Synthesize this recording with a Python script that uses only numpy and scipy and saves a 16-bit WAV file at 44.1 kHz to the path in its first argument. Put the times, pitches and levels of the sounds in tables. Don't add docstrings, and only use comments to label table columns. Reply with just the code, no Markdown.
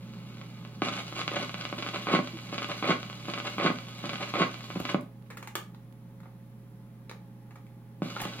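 import sys
import numpy as np
from scipy import signal
from scipy.fft import rfft, irfft
from scipy.io import wavfile
from scipy.ndimage import uniform_filter1d

SR = 44100
rng = np.random.default_rng(int(sys.argv[2]) if len(sys.argv) > 2 else 0)


def waveform_to_disk(signal):
    frames = np.transpose(np.atleast_2d(signal))
    scaled = np.clip(frames, -1, 1) * 32767
    samples = np.round(scaled).astype(np.int16)
    wavfile.write(sys.argv[1], SR, samples)


N = 370440
T = np.arange(N) / SR
SIZE = 16384
HZ = np.maximum(np.fft.rfftfreq(SIZE, 1 / SR), 1)

RUN_OUT_S, LIFT_S, LAND_S = .822, 4.948, 8.024
TURN_S, SEAT_S = .75632, 0.011
LOOP_FROM_S, LOOP_TO_S = 1.78, 4.69
IN_LOOP = (T > LOOP_FROM_S) & (T < LOOP_TO_S)


def needle():
    speaker = smear(ring(loudspeaker()), hz=2806)
    scratch_gain, rumble_gain, rasp_gain = np.hypot(groove_gains(), scuff_gains())
    scratch = through(grit(IN_LOOP, grain_db=4, fresh=0.85) * scratch_gain, speaker)
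    wear = slope([(100, -9.5), (200, -6), (400, -2), (900, -7), (1800, -9),
                  (4000, -18.5), (15000, -42.5)])
    bumps = grit(IN_LOOP, grain_db=2, fresh=0.43)
    rumble = unit(through(bumps, ring(wear * loudspeaker())))
    return scratch + rumble * rumble_gain + rasp() * rasp_gain + pops(speaker)


def grit(looping, grain_db, fresh, clump_db=4):
    def knocks():
        clumps = unit(uniform_filter1d(rng.standard_normal(N), size=130))
        noise = rng.standard_normal(N)
        sizes = np.minimum(rng.exponential(size=N), 6)
        return unit(noise * undb(grain_db * sizes + clump_db * clumps))
    new = knocks()
    repeated = np.resize(knocks()[:int(TURN_S * SR)], N)
    return np.where(looping, (repeated + fresh * new) / np.hypot(1, fresh), new)


# from/s, to/s, scratch/dB, rumble/dB, rasp/dB
GROOVE_RIDES = [(-1, RUN_OUT_S, -59, -59, -66.5), (RUN_OUT_S, LIFT_S, -50, -56, -57),
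                (LAND_S, 8.5, -46, -50, -55)]
def groove_gains(worn_at_s=2.695, worn_db=1):
    worn = undb(worn_db * np.cos(2 * np.pi * (T - worn_at_s) / TURN_S))
    return worn * sum(np.outer(undb(db), gate(start, end, SEAT_S)) for start, end, *db in GROOVE_RIDES)


# t/s, length/s, scratch/dB, rumble/dB
SINGLE_SCUFFS = [(.822, 0.052, -34.5, -32.5), (.92, 0.076, -38.5, -39.5), (1.15, 0.054, -38, -37),
                 (1.31, 0.033, -38.5, -34), (1.356, 0.0058, -36, -29), (1.385, 0.049, -40, -38.5),
                 (1.57, 0.039, -45.5, -41.5), (4.75, 0.0098, -44, -41.5), (4.885, 0.012, -39.5, -31.5),
                 (8.19, 0.048, -36.5, -42)]
# t/s, length/s, scratch/dB, rumble/dB
REPEATING_SCUFFS = [(2.517, 0.02, -40.5, -37), (2.59, 0.039, -42.5, -41), (2.685, 0.025, -38, -33),
                    (2.765, 0.017, -40, -50), (2.825, 0.086, -42.5, -26), (2.868, .03, -42.5, -34)]
def scuff_gains(attack_s=0.0013, swell_db=7.5, release_s=0.019, turn_start_s=2.45, rasp_db=-19):
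    def cross(table, t):
        gains = 0
        for s, length_s, *levels_db in table:
            age = t - s
            bite = np.clip(age / attack_s, 0, 1)
            swell = undb(swell_db * np.clip(age / length_s - 1, -1, 0))
            fade = np.exp(-np.maximum(age - length_s, 0) / release_s)
            gains = gains + np.outer(undb(levels_db), bite * swell * fade)
        return gains
    loop_time = turn_start_s + (T - turn_start_s) % TURN_S
    scratch, rumble = cross(SINGLE_SCUFFS, T) + IN_LOOP * cross(REPEATING_SCUFFS, loop_time)
    return scratch, rumble, scratch * undb(rasp_db)


# t/s, level/dB, treble cutoff/Hz
NEEDLE_JOLTS = [(0.1362, -40, 6000), (0.414, -33.5, 4000), (.65, -33.5, 1800), (0.8195, -13.5, 910),
                (.8219, -17.5, 164), (0.8856, -19, 4000), (1.125, -27, 900), (1.215, -21.5, 4000),
                (1.2786, -15.5, 4500), (1.4941, -25, 3900), (1.543, -21.5, 3020), (1.6522, -20, 4100),
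                (1.7268, -19.5, 704), (1.9452, -23, 2500), (2.190, -14.5, 282), (3.099, -28, 2500),
                (3.702, -16.5, 350), (4.7027, -25.5, 880), (4.759, -22, 166), (4.77, -24.5, 131),
                (4.802, -23.5, 220), (4.8525, -20, 2510), (4.945, -11.5, 242), (8.02, -17, 147),
                (8.058, -30, 130), (8.254, -23.5, 238)]
# t/s, level/dB, treble cutoff/Hz
LOOP_PITS = [(2.5274, -22, 380), (2.5806, -21, 3520), (2.585, -23, 4000), (2.6202, -23.5, 1400),
             (2.6446, -23, 2880), (2.7018, -30, 2500), (2.7161, -22.5, 3500), (2.826, -20, 770),
             (2.8946, -14, 150), (2.913, -16.5, 400), (3.03, -26, 5200), (3.1286, -31.5, 4060)]
def pops(speaker):
    pits = [(s + turn * TURN_S, db + .8 * rng.standard_normal(), hz)
            for turn in range(-1, 3) for s, db, hz in LOOP_PITS]
    pits = [pit for pit in pits if pit[0] > LOOP_FROM_S]
    out = np.zeros(N)
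    for s, db, cutoff_hz in NEEDLE_JOLTS + pits + dust():
        pop = lowpass(speaker, cutoff_hz)
        add(out, s, lowpass(pop, min(4 * cutoff_hz, 6000)), db)
    return out


def dust(per_s=9, least_db=-33.5, spread_db=2, cutoff_hz=3400):
    gaps, sizes = rng.exponential(size=(100, 2)).T
    times = RUN_OUT_S + np.cumsum(gaps) / per_s
    return [(s, least_db + spread_db * min(size, 2), cutoff_hz)
            for s, size in zip(times, sizes) if s < LIFT_S]


# f/Hz, width/Hz, level/dB
SPEAKER_MODES = [(193, 21, 4), (253, 14, 2), (289, 60, -2), (409, 26, -2), (583, 37, 2), (669, 90, -15),
                 (763, 95, -3), (1014, 24, -1), (1094, 14, 3), (1153, 74, 0), (1241, 26, 3), (1342, 35, -1),
                 (1492, 46, 0), (1535, 14, -4), (1699, 112, -5), (1962, 76, -7), (2159, 66, -2),
                 (2333, 45, -1), (2523, 139, -5), (2767, 42, -3), (2869, 29, -1), (2949, 160, -6),
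                 (3256, 54, -6), (3444, 118, -4), (3676, 44, -15), (3887, 160, -9), (4173, 32, -14),
                 (4345, 87, -9), (4812, 160, -9)]
# f/Hz, level/dB
CONE_CURVE = [(30, -35), (90, -21.5), (150, -1.5), (300, -1), (1700, -1.5), (1820, -7.5), (1950, 2),
              (3000, 4), (3450, 3), (3900, 7.5), (4350, 6.5), (5000, 5), (6300, 14), (7050, 14.5),
              (8000, 6), (9200, 1.5), (10400, 9), (12200, -15), (15500, -17)]
def loudspeaker():
    return resonances(SPEAKER_MODES) * slope(CONE_CURVE)


def smear(response, hz):
    for centre in (hz, hz / 2):
        pole = .91 * np.exp(2j * np.pi * centre / SR)
        allpass = np.poly([pole, pole.conj()]).real
        response = signal.lfilter(allpass[::-1], allpass, response)
    return response


# f/Hz, width/Hz, level/dB
NEEDLE_MODES = [(2900, 500, -10), (3860, 1000, 12.5), (7000, 250, 4), (10200, 480, -10),
                (13500, 1400, -5.5), (15100, 930, -8)]
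def rasp():
    return unit(through(grit(False, grain_db=1, fresh=1), ring(resonances(NEEDLE_MODES))))


# t/s, length/s, first pitch/Hz, last pitch/Hz, level/dB
GROAN_NOTE = (2.318, .06, 345, 315, -42)
def groan():
    s, length_s, first_hz, last_hz, db = GROAN_NOTE
    progress = np.clip((T - s) / length_s, 0, 1)
    hz = first_hz + (last_hz - first_hz) * progress
    return undb(db) * np.sin(np.pi * progress) ** 2 * np.sin(2 * np.pi * np.cumsum(hz) / SR)


# t/s, level/dB, treble/dB, chatter/s, the part's own ring/Hz
LEVER_CLICKS = [(4.801, -27, -10, 0.0026, 11500), (5.01, -43, 12, .001, 10200),
                (5.3028, -36, -6, 0.015, 1690), (5.3712, -33.5, -2.5, 0.0081, 1150),
                (5.4273, -30.5, -5, 0.0065, 2340), (5.474, -30.5, 2, 0.0056, 1790),
                (5.5538, -20, -1, 0.0045, 1600), (5.5545, -19, 11, 0.0014, 3700),
                (5.747, -44, -17, 0.0021, 3800), (6.2034, -45, -8, 0.0027, 2110),
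                (6.232, -48, -19, 0.01, 1140), (6.257, -44, -32, 0.0099, 870),
                (7.0958, -31.5, -13, 0.0025, 3850), (7.1133, -29.5, -9, 0.00093, 3900),
                (7.508, -47.5, -14, 0.0078, 1690), (7.557, -42.5, -8, 0.0092, 1060),
                (7.667, -51, -0.5, 0.0025, 2200), (8.165, -23, -24, 0.0055, 850),
                (8.2025, -27.5, -10, 0.0049, 3100), (8.2148, -31, 16, 0.0073, 12200),
                (8.219, -28, -56, .0039, 820), (8.2504, -40, 1, .002, 2800)]
# f/Hz, width/Hz, level/dB
FRAME_MODES = [(390, 240, 6), (880, 100, 4.5), (1225, 220, 3.5), (1820, 350, -1), (2300, 280, 1),
               (3800, 970, -5.5), (5000, 400, -17), (6700, 1100, -9), (8800, 610, -12), (10550, 760, -11.5),
               (12500, 960, -16), (14800, 5500, -16)]
def levers():
    out, t = np.zeros(N), T[:SIZE // 4]
    frame = resonances(FRAME_MODES) * HZ / np.hypot(HZ, 600)
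    for s, db, treble_db, chatter_s, part_hz in LEVER_CLICKS:
        contact = rng.standard_normal(len(t)) * (np.exp(-t / chatter_s) + 0.086 * np.exp(-t / 0.0081))
        contact[0] += 6
        part = 1 + resonances([(part_hz, .25 * part_hz, 0)])
        treble = undb(treble_db / (1 + (3500 / HZ) ** 2))
        add(out, s, through(contact, ring(frame * part * treble)), db)
    return out


# t/s, level/dB, f/Hz
DECK_SWINGS = [(4.755, -45, 75.4), (4.8, -42, 65), (8.225, -45, 50)]
def rocking():
    out, t = np.zeros(N), T[:SIZE]
    for s, db, hz in DECK_SWINGS:
        add(out, s, np.sin(2 * np.pi * hz * t) * t * np.exp(-t / 0.0098), db)
    return out


# f/Hz, width/Hz, level/dB
DECK_MODES = [(40.4, 3.4, -25), (61.3, 13, -47), (154.6, 8.6, 2), (173.2, 9.9, 1.5), (196.2, 3.8, 5),
              (216, 13.4, -1), (271, 19, -7), (338, 14, -15), (434, 20, -32.5), (616, 27, -43),
              (860, 24, -21.5), (920, 60, -30), (1070, 75, -29.5), (2030, 300, -47)]
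def motor(deck_db=-52.5, picked_up_db=-55.5):
    rumble = unit(through(rng.standard_normal(N), ring(resonances(DECK_MODES))))
    return rumble * (undb(deck_db) + needle_down(SEAT_S) * undb(picked_up_db))


# multiple of the mains frequency, relative level/dB
HUM_TONES = [(1, -18), (2, 0), (3, -24), (4, -18), (5, -18), (7, -22), (9, -18)]
def hum(mains_hz=60, idle_db=-50, playing_boost_db=3):
    tones = sum(undb(db) * np.sin(2 * np.pi * (k * mains_hz * T + rng.random())) for k, db in HUM_TONES)
    return np.sqrt(2) * tones * undb(idle_db + playing_boost_db * needle_down(fade_s=0.22))


# from/s, to/s, f/Hz, level/dB
GEAR_WHINES = [(5.005, 5.8, 828, -72), (7.15, 8.1, 825, -71)]
def gears():
    return np.sqrt(2) * sum(undb(db) * gate(start, end, fade_s=0.12) * np.sin(2 * np.pi * hz * T)
                            for start, end, hz, db in GEAR_WHINES)


# f/Hz, relative level/dB
HISS_CURVE = [(30, 24.5), (500, 15), (2000, 7.5), (4000, -2.5), (7000, -9), (9900, -8), (10600, 7.5),
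              (11300, 0.5), (15500, 1.5)]
def hiss(db=-64.5):
    colour = ring(slope(HISS_CURVE))
    return undb(db) * np.array([unit(through(noise, colour)) for noise in rng.standard_normal((2, N))])


def room(x, wet_db, bass_wet_db, lid_db, lid_s, bass_hz=400):
    t = T[:SIZE]
    delay = lambda s: np.exp(-2j * np.pi * HZ * s)
    bounce = undb(lid_db) * delay(lid_s) * HZ / (HZ + bass_hz)
    echo_gain = undb(wet_db + bass_wet_db / (1 + (HZ / bass_hz) ** 2))
    echoes = []
    for noise in rng.standard_normal((2, SIZE)):
        low = lowpass(noise, 4000)
        echo = low * undb(-60 * t / 0.28) + (noise - low) * undb(-60 * t / 0.22)
        echo *= np.clip(t / 0.003 - .5, 0, 1)
        echoes.append(rfft(echo / np.linalg.norm(echo)) * echo_gain)
    alike = 1 / (1 + (HZ / 600) ** 2)
    mid, side = echoes[0] * np.sqrt((1 + alike) / 2), echoes[1] * np.sqrt((1 - alike) / 2)
    left = 1 + bounce + mid + side
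    right = delay(8.5e-5) + bounce * delay(4e-4) + mid - side
    return np.array([through(x, irfft(path)) for path in (left, right)])


def needle_down(fade_s):
    return sum(gate(start, end, fade_s) for start, end, *_ in GROOVE_RIDES)


def gate(from_s, to_s, fade_s):
    return np.clip(np.minimum(T - from_s, to_s - T) / fade_s + .5, 0, 1)


def undb(db):
    return 10 ** (np.asarray(db) / 20)


def unit(x):
    return x / np.sqrt(np.mean(x ** 2))


def slope(points):
    hz, db = np.transpose(points)
    return undb(np.interp(np.log(HZ), np.log(hz), db))


def resonances(modes):
    return np.sqrt(sum(undb(2 * db) / (1 + ((HZ ** 2 - hz ** 2) / (HZ * width)) ** 2)
                       for hz, width, db in modes))


def ring(gain):
    cepstrum = irfft(np.log(gain))
    cepstrum[1:SIZE // 2] *= 2
    cepstrum[SIZE // 2 + 1:] = 0
    response = irfft(np.exp(rfft(cepstrum)))[:SIZE // 2]
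    return response / np.linalg.norm(response)


def through(x, response):
    return signal.fftconvolve(x, response)[:len(x)]


def lowpass(x, hz):
    return signal.sosfilt(signal.butter(1, hz, fs=SR, output="sos"), x)


def add(out, s, x, db):
    start = int(s * SR)
    peak = np.sqrt(2 * uniform_filter1d(x ** 2, size=32).max())
    out[start:start + len(x)] += x[:N - start] * undb(db) / peak


def scene():
    tones, rumble = hum() + gears(), motor()
    disc = room(needle() + groan(), wet_db=-4.5, bass_wet_db=-1.5, lid_db=-19, lid_s=0.005)
    clicks = room(levers(), wet_db=-2, bass_wet_db=2, lid_db=-9, lid_s=0.0019)
    deck = room(rumble, wet_db=1, bass_wet_db=-13, lid_db=-18, lid_s=0.0016)
    return disc + clicks + deck + rocking() + tones + hiss()


def record(dry):
    left_over_right = slope([(100, -3), (220, -1.5), (700, -0.5), (2400, -1.5), (4400, 0.5), (12000, 2)])
    lean = np.interp(np.fft.rfftfreq(N, 1 / SR), HZ, np.sqrt(left_over_right))
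    stereo = irfft(rfft(dry) * np.array([lean, 1 / lean]), N)
    return signal.sosfilt(signal.ellip(10, .2, 70, 15850, fs=SR, output="sos"), stereo)


dry = scene()
out = record(dry)
waveform_to_disk(out)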